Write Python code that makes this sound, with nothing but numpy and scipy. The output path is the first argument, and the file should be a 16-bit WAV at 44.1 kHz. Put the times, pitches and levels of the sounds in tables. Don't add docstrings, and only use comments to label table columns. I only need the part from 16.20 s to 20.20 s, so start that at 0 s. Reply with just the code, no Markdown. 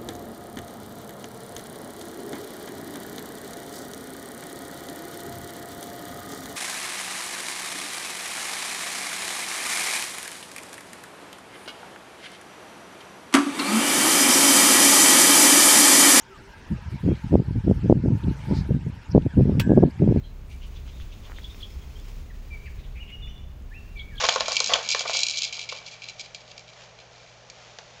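import sys
import numpy as np
from scipy import signal
from scipy.fft import rfft, irfft
from scipy.io import wavfile
from scipy.ndimage import uniform_filter1d, minimum_filter1d, map_coordinates

SR = 44100
rng = np.random.default_rng(int(sys.argv[2]) if len(sys.argv) > 2 else 0)


def wav_record(signal):
    frames = np.transpose(np.atleast_2d(signal))
    bounded = np.clip(frames, -1, 1)
    quanta = np.round(bounded * 32767).astype(np.int16)
    wavfile.write(sys.argv[1], SR, quanta)


N = 176400
T = np.arange(N) / SR


def from_db(db):
    return 10 ** (np.asarray(db) / 20)


def rms_one(x):
    return x / np.sqrt(np.mean(x ** 2) + 1e-20)


def curve(rows):
    return np.interp(T, *np.transpose(rows))


def coloured(spectrum, size=N):
    hz, db = np.transpose(spectrum)
    f = np.maximum(np.fft.rfftfreq(size, 1 / SR), 1)
    gain = from_db(np.interp(np.log(f), np.log(hz), db))
    fade_ends = np.minimum(f / hz[0], 1) * np.minimum(hz[-1] / f, 1) ** 2
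    return rms_one(irfft(rfft(rng.standard_normal(size)) * gain * fade_ends, size))


def band_noise(edges_hz):
    band = signal.butter(2, edges_hz, "band", fs=SR, output="sos")
    return rms_one(signal.sosfilt(band, rng.standard_normal(N)))


def drift(rate_hz):
    f = np.fft.rfftfreq(N, 1 / SR)
    keep_slow = np.exp(-.5 * (f / rate_hz) ** 2)
    return rms_one(irfft(rfft(rng.standard_normal(N)) * keep_slow, N))


def swell(centre, length, squareness=2):
    out = np.zeros(N)
    near = np.abs(T - centre) < 2 * length
    out[near] = .5 ** (np.abs(2 * (T[near] - centre) / length) ** squareness)
    return out


def hiss(bands=24):
    # f/Hz, level/dB
    tone = [(40, 11), (500, -4), (740, -7), (905, 3), (1080, -8), (1620, -3), (1900, -7.5), (2400, -7),
            (3800, -15.5), (5200, -17), (7000, -23.5), (16000, -39.5)]
    # t/s, level/dB
    loudness = [(0, -49.5), (.35, -47.5), (1, -46), (1.3, -48.5), (2, -47.5), (2.35, -42.5), (2.5, -49.5),
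                (4, -48.5)]
    spectrum = rfft(coloured(tone))
    f = np.fft.rfftfreq(N, 1 / SR)
    band_number = np.interp(np.log(f + 1), np.log([600, 10000]), [0, bands - 1])
    out = np.zeros(N)
    for k in range(bands):
        share = np.maximum(1 - np.abs(band_number - k), 0)
        waver_db = 3 * drift(rate_hz=14.8)
        out += irfft(spectrum * share, N) * from_db(waver_db)
    return rms_one(out) * from_db(curve(loudness))


def birds():
    # start/s, length/s, first pitch/Hz, last pitch/Hz, level/dB, roughness from 0 to 1
    notes = [(0, 0.043, 4740, 7130, -57.5, 0.8), (.07, 0.11, 377, 390, -49, 0.1),
             (0.093, 0.098, 1430, 1070, -51.5, 0.11), (0.2, 0.12, 377.3, 392, -53, 0),
             (0.294, 0.093, 1560, 1590, -54, .05), (0.868, .1, 3210, 3170, -58.5, 0.01),
             (1.025, 0.052, 880, 910, -48.5, 0.11), (1.9, 0.34, 916, 865.2, -51, 0.54),
             (2.224, 0.16, 868, 869.3, -45, 0.25), (2.904, 0.025, 5292, 5100, -49, 1),
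             (3.099, 0.055, 1795, 1319, -46.5, 0.46), (3.697, 0.019, 3900, 5102, -52, 0.87)]
    lift, spread = 0.02, 0.052
    out = np.zeros(N)
    for start, length, first_hz, last_hz, db, rough in notes:
        progress = np.clip((T - start) / length, 0, 1)
        arch = np.sin(np.pi * progress)
        hz = (first_hz + (last_hz - first_hz) * progress) * (1 + lift * arch)
        whistle = np.sqrt(2) * np.sin(2 * np.pi * np.cumsum(hz) / SR)
        flutter = np.sqrt(1 - rough) + np.sqrt(rough) * drift(spread * first_hz * (1 + rough))
        out += from_db(db) * arch * flutter * whistle
    return out


def wind():
    # t/s, level/dB
    breeze = [(0, -69.5), (.46, -62.5), (.54, -29.5), (.64, -42.5), (.79, -46), (.85, -21.5), (1, -42.5),
              (1.8, -33), (2.22, -35), (2.45, -29), (2.76, -36), (2.86, -53.5), (2.95, -30.5),
              (3.12, -37.5), (3.44, -25), (3.74, -37.5)]
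    # middle/s, length/s, level/dB, eddy speed factor
    gusts = [(0.523, 0.031, -21, 0.85), (0.676, 0.029, -28.5, 0.79), (0.741, 0.043, -26.5, 0.74),
             (0.895, 0.071, -15.5, 0.93), (1.056, 0.036, -25, 0.7), (1.149, 0.054, -12.5, 0.94),
             (1.201, 0.036, -15, 0.89), (1.296, 0.058, -21, 0.64), (1.369, 0.054, -18.5, 0.56),
             (1.458, 0.026, -17.5, 0.71), (1.5, 0.053, -14.5, 1.003), (1.571, 0.034, -21.5, 0.73),
             (1.647, 0.057, -21, 0.89), (1.71, 0.043, -12.5, 0.96), (1.767, 0.058, -17, 0.88),
             (1.868, 0.063, -14.5, 0.86), (1.936, 0.055, -15.5, 0.88), (2.081, 0.07, -18.5, 0.87),
             (2.314, 0.051, -18, 1.03), (2.387, 0.072, -21, 0.67), (2.511, 0.029, -15.5, 0.87),
             (2.555, 0.028, -16.5, 0.84), (2.677, 0.035, -22, 0.94), (2.904, 0.032, -28, 0.79),
             (2.965, .04, -12, 1), (3.014, 0.03, -20.5, 0.73), (3.064, 0.018, -16.5, 1),
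             (3.201, 0.06, -9, 0.68), (3.28, 0.079, -18, 0.94), (3.342, 0.039, -19, 1.036),
             (3.387, 0.041, -17, 1.1), (3.504, 0.071, -16, 1.1), (3.58, 0.057, -12, 1.14),
             (3.644, 0.054, -11.5, 1.12), (3.832, 0.056, -14, 0.92), (3.896, 0.056, -13.5, 0.83),
             (3.968, 0.044, -16, 0.85)]
    # f/Hz, level/dB
    eddy_tone = [(20, -29.5), (35, -19.5), (55, -4.5), (85, 4), (150, 5.5), (230, 0.5), (350, -8.5),
                 (550, -24.5), (800, -38), (1150, -50.5), (1800, -79.5)]
    reference_db, db_per_doubling = -20, 30
    breeze_speed, flutter_octaves, flutter_db = 0.74, 0.2022, 5.5
    power = from_db(curve(breeze)) ** 2
    weighted_speed = power * breeze_speed
    for middle, length, db, speed_factor in gusts:
        gust_power = (from_db(db) * swell(middle, length, squareness=2.2)) ** 2
        power += gust_power
        weighted_speed += gust_power * speed_factor
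    flow_db = 10 * np.log10(power)
    turbulence = 2 * np.tanh(drift(rate_hz=60.3) / 2)
    octaves = (flow_db - reference_db) / db_per_doubling + flutter_octaves * turbulence
    speed = weighted_speed / power * 2 ** octaves
    eddies = coloured(eddy_tone, size=2 * N)
    pressure = map_coordinates(eddies, [np.cumsum(speed)], order=3, mode="wrap")
    pressure *= from_db(flutter_db * turbulence)
    window = signal.windows.hann(int(0.044 * SR))
    local_power = signal.fftconvolve(pressure ** 2, window / window.sum(), "same")
    return pressure / np.sqrt(local_power + 1e-6) * from_db(flow_db)


def buffets(air):
    # t/s, peak level/dB
    hits = [(0.8885, -10.5), (1.141, -5.5), (1.1552, 1.5), (1.4809, -9), (1.5126, -6), (1.6593, -14.5),
            (1.6992, 0), (1.7089, -4.5), (1.726, 1.5), (1.8601, -10), (2.3117, -13), (2.5098, -12.5),
            (2.9503, -2.5), (2.9649, -5.5), (2.9792, -0.5), (3.0646, -11.5), (3.1932, -10), (3.2091, -8.7),
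            (3.296, -9.5), (3.4961, -8.5), (3.5059, -5.5), (3.519, -3.5), (3.536, -8.5), (3.5763, -1),
            (3.5894, -8), (3.6375, 0.5), (3.8214, -8.5), (3.877, -8), (3.924, -9), (3.9624, -9.5)]
    half_width_s, db_per_halving = 0.0012, 30
    thumps = np.zeros(N)
    for when, db in hits:
        offset = (T - when) / half_width_s * 2 ** (db / db_per_halving)
        pulse = offset / (1 + offset ** 2) ** 3
        thumps += from_db(db) * pulse / pulse.max()
        air = air * (1 - swell(when, length=0.0041))
    treble_cut = signal.butter(5, 1390, fs=SR, output="sos")
    return air + signal.sosfiltfilt(treble_cut, thumps)


def scuffs(width_octaves=0.49):
    # middle/s, length/s, centre pitch/Hz, level/dB
    puffs = [(0.956, 0.0056, 3608, -48), (2.039, 0.013, 3236, -49.5), (2.376, 0.058, 4393, -46),
             (3.023, 0.0045, 3170, -49.5), (3.793, .006, 2193, -47)]
    edges = 2 ** (np.array([-.5, .5]) * width_octaves)
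    return sum(from_db(db) * swell(middle, length) * band_noise(hz * edges)
               for middle, length, hz, db in puffs)


def knock(start_s=3.3962, rise_s=0.0022):
    # f/Hz, level/dB
    tone = [(500, -26), (950, -7), (1350, -10), (1700, -6.5), (2900, -2), (4200, -9), (5500, -13),
            (10500, -22.5), (16000, -18)]
    # f/Hz, level/dB, time to fade by 60 dB/s
    body_notes = [(122, -10, 0.082), (946, -41.5, .3), (1543, -38.5, 0.5), (2550, -31.5, 0.1),
                  (3320, -33.5, 0.088), (7682, -51.5, 0.37)]
    age = np.maximum(T - start_s, 0)

    def fade(db, fade_s):
        return from_db(db - 60 * age / fade_s)

    crack = coloured(tone) * fade(db=-20.5, fade_s=0.068)
    ring = sum(fade(db, fade_s) * np.sin(2 * np.pi * hz * age) for hz, db, fade_s in body_notes)
    buzz = band_noise(edges_hz=(1600, 1700)) * fade(db=-42.5, fade_s=1)
    rise = np.minimum(age / rise_s, 1)
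    return rise * (crack + ring + buzz)


def scene():
    bass_cut = signal.butter(2, 39, "high", fs=SR, output="sos")
    air = signal.sosfilt(bass_cut, buffets(wind()))
    return (air + knock() + hiss() + birds() + scuffs())[None]


def record(dry):
    attack_s, release_db_per_s = 0.0025, 10.5
    excess_db = np.maximum(20 * np.log10(np.abs(dry[0]) + 1e-9), 0)
    release_db = release_db_per_s * T
    held_db = np.maximum.accumulate(excess_db + release_db) - release_db
    span = int(attack_s * SR)
    gain_db = minimum_filter1d(-held_db, 2 * span)
    smooth_db = uniform_filter1d(uniform_filter1d(gain_db, span), span)
    treble_cut = signal.cheby2(16, 70, 16500, fs=SR, output="sos")
    return signal.sosfilt(treble_cut, dry * from_db(smooth_db))


dry = scene()
out = record(dry)
wav_record(out)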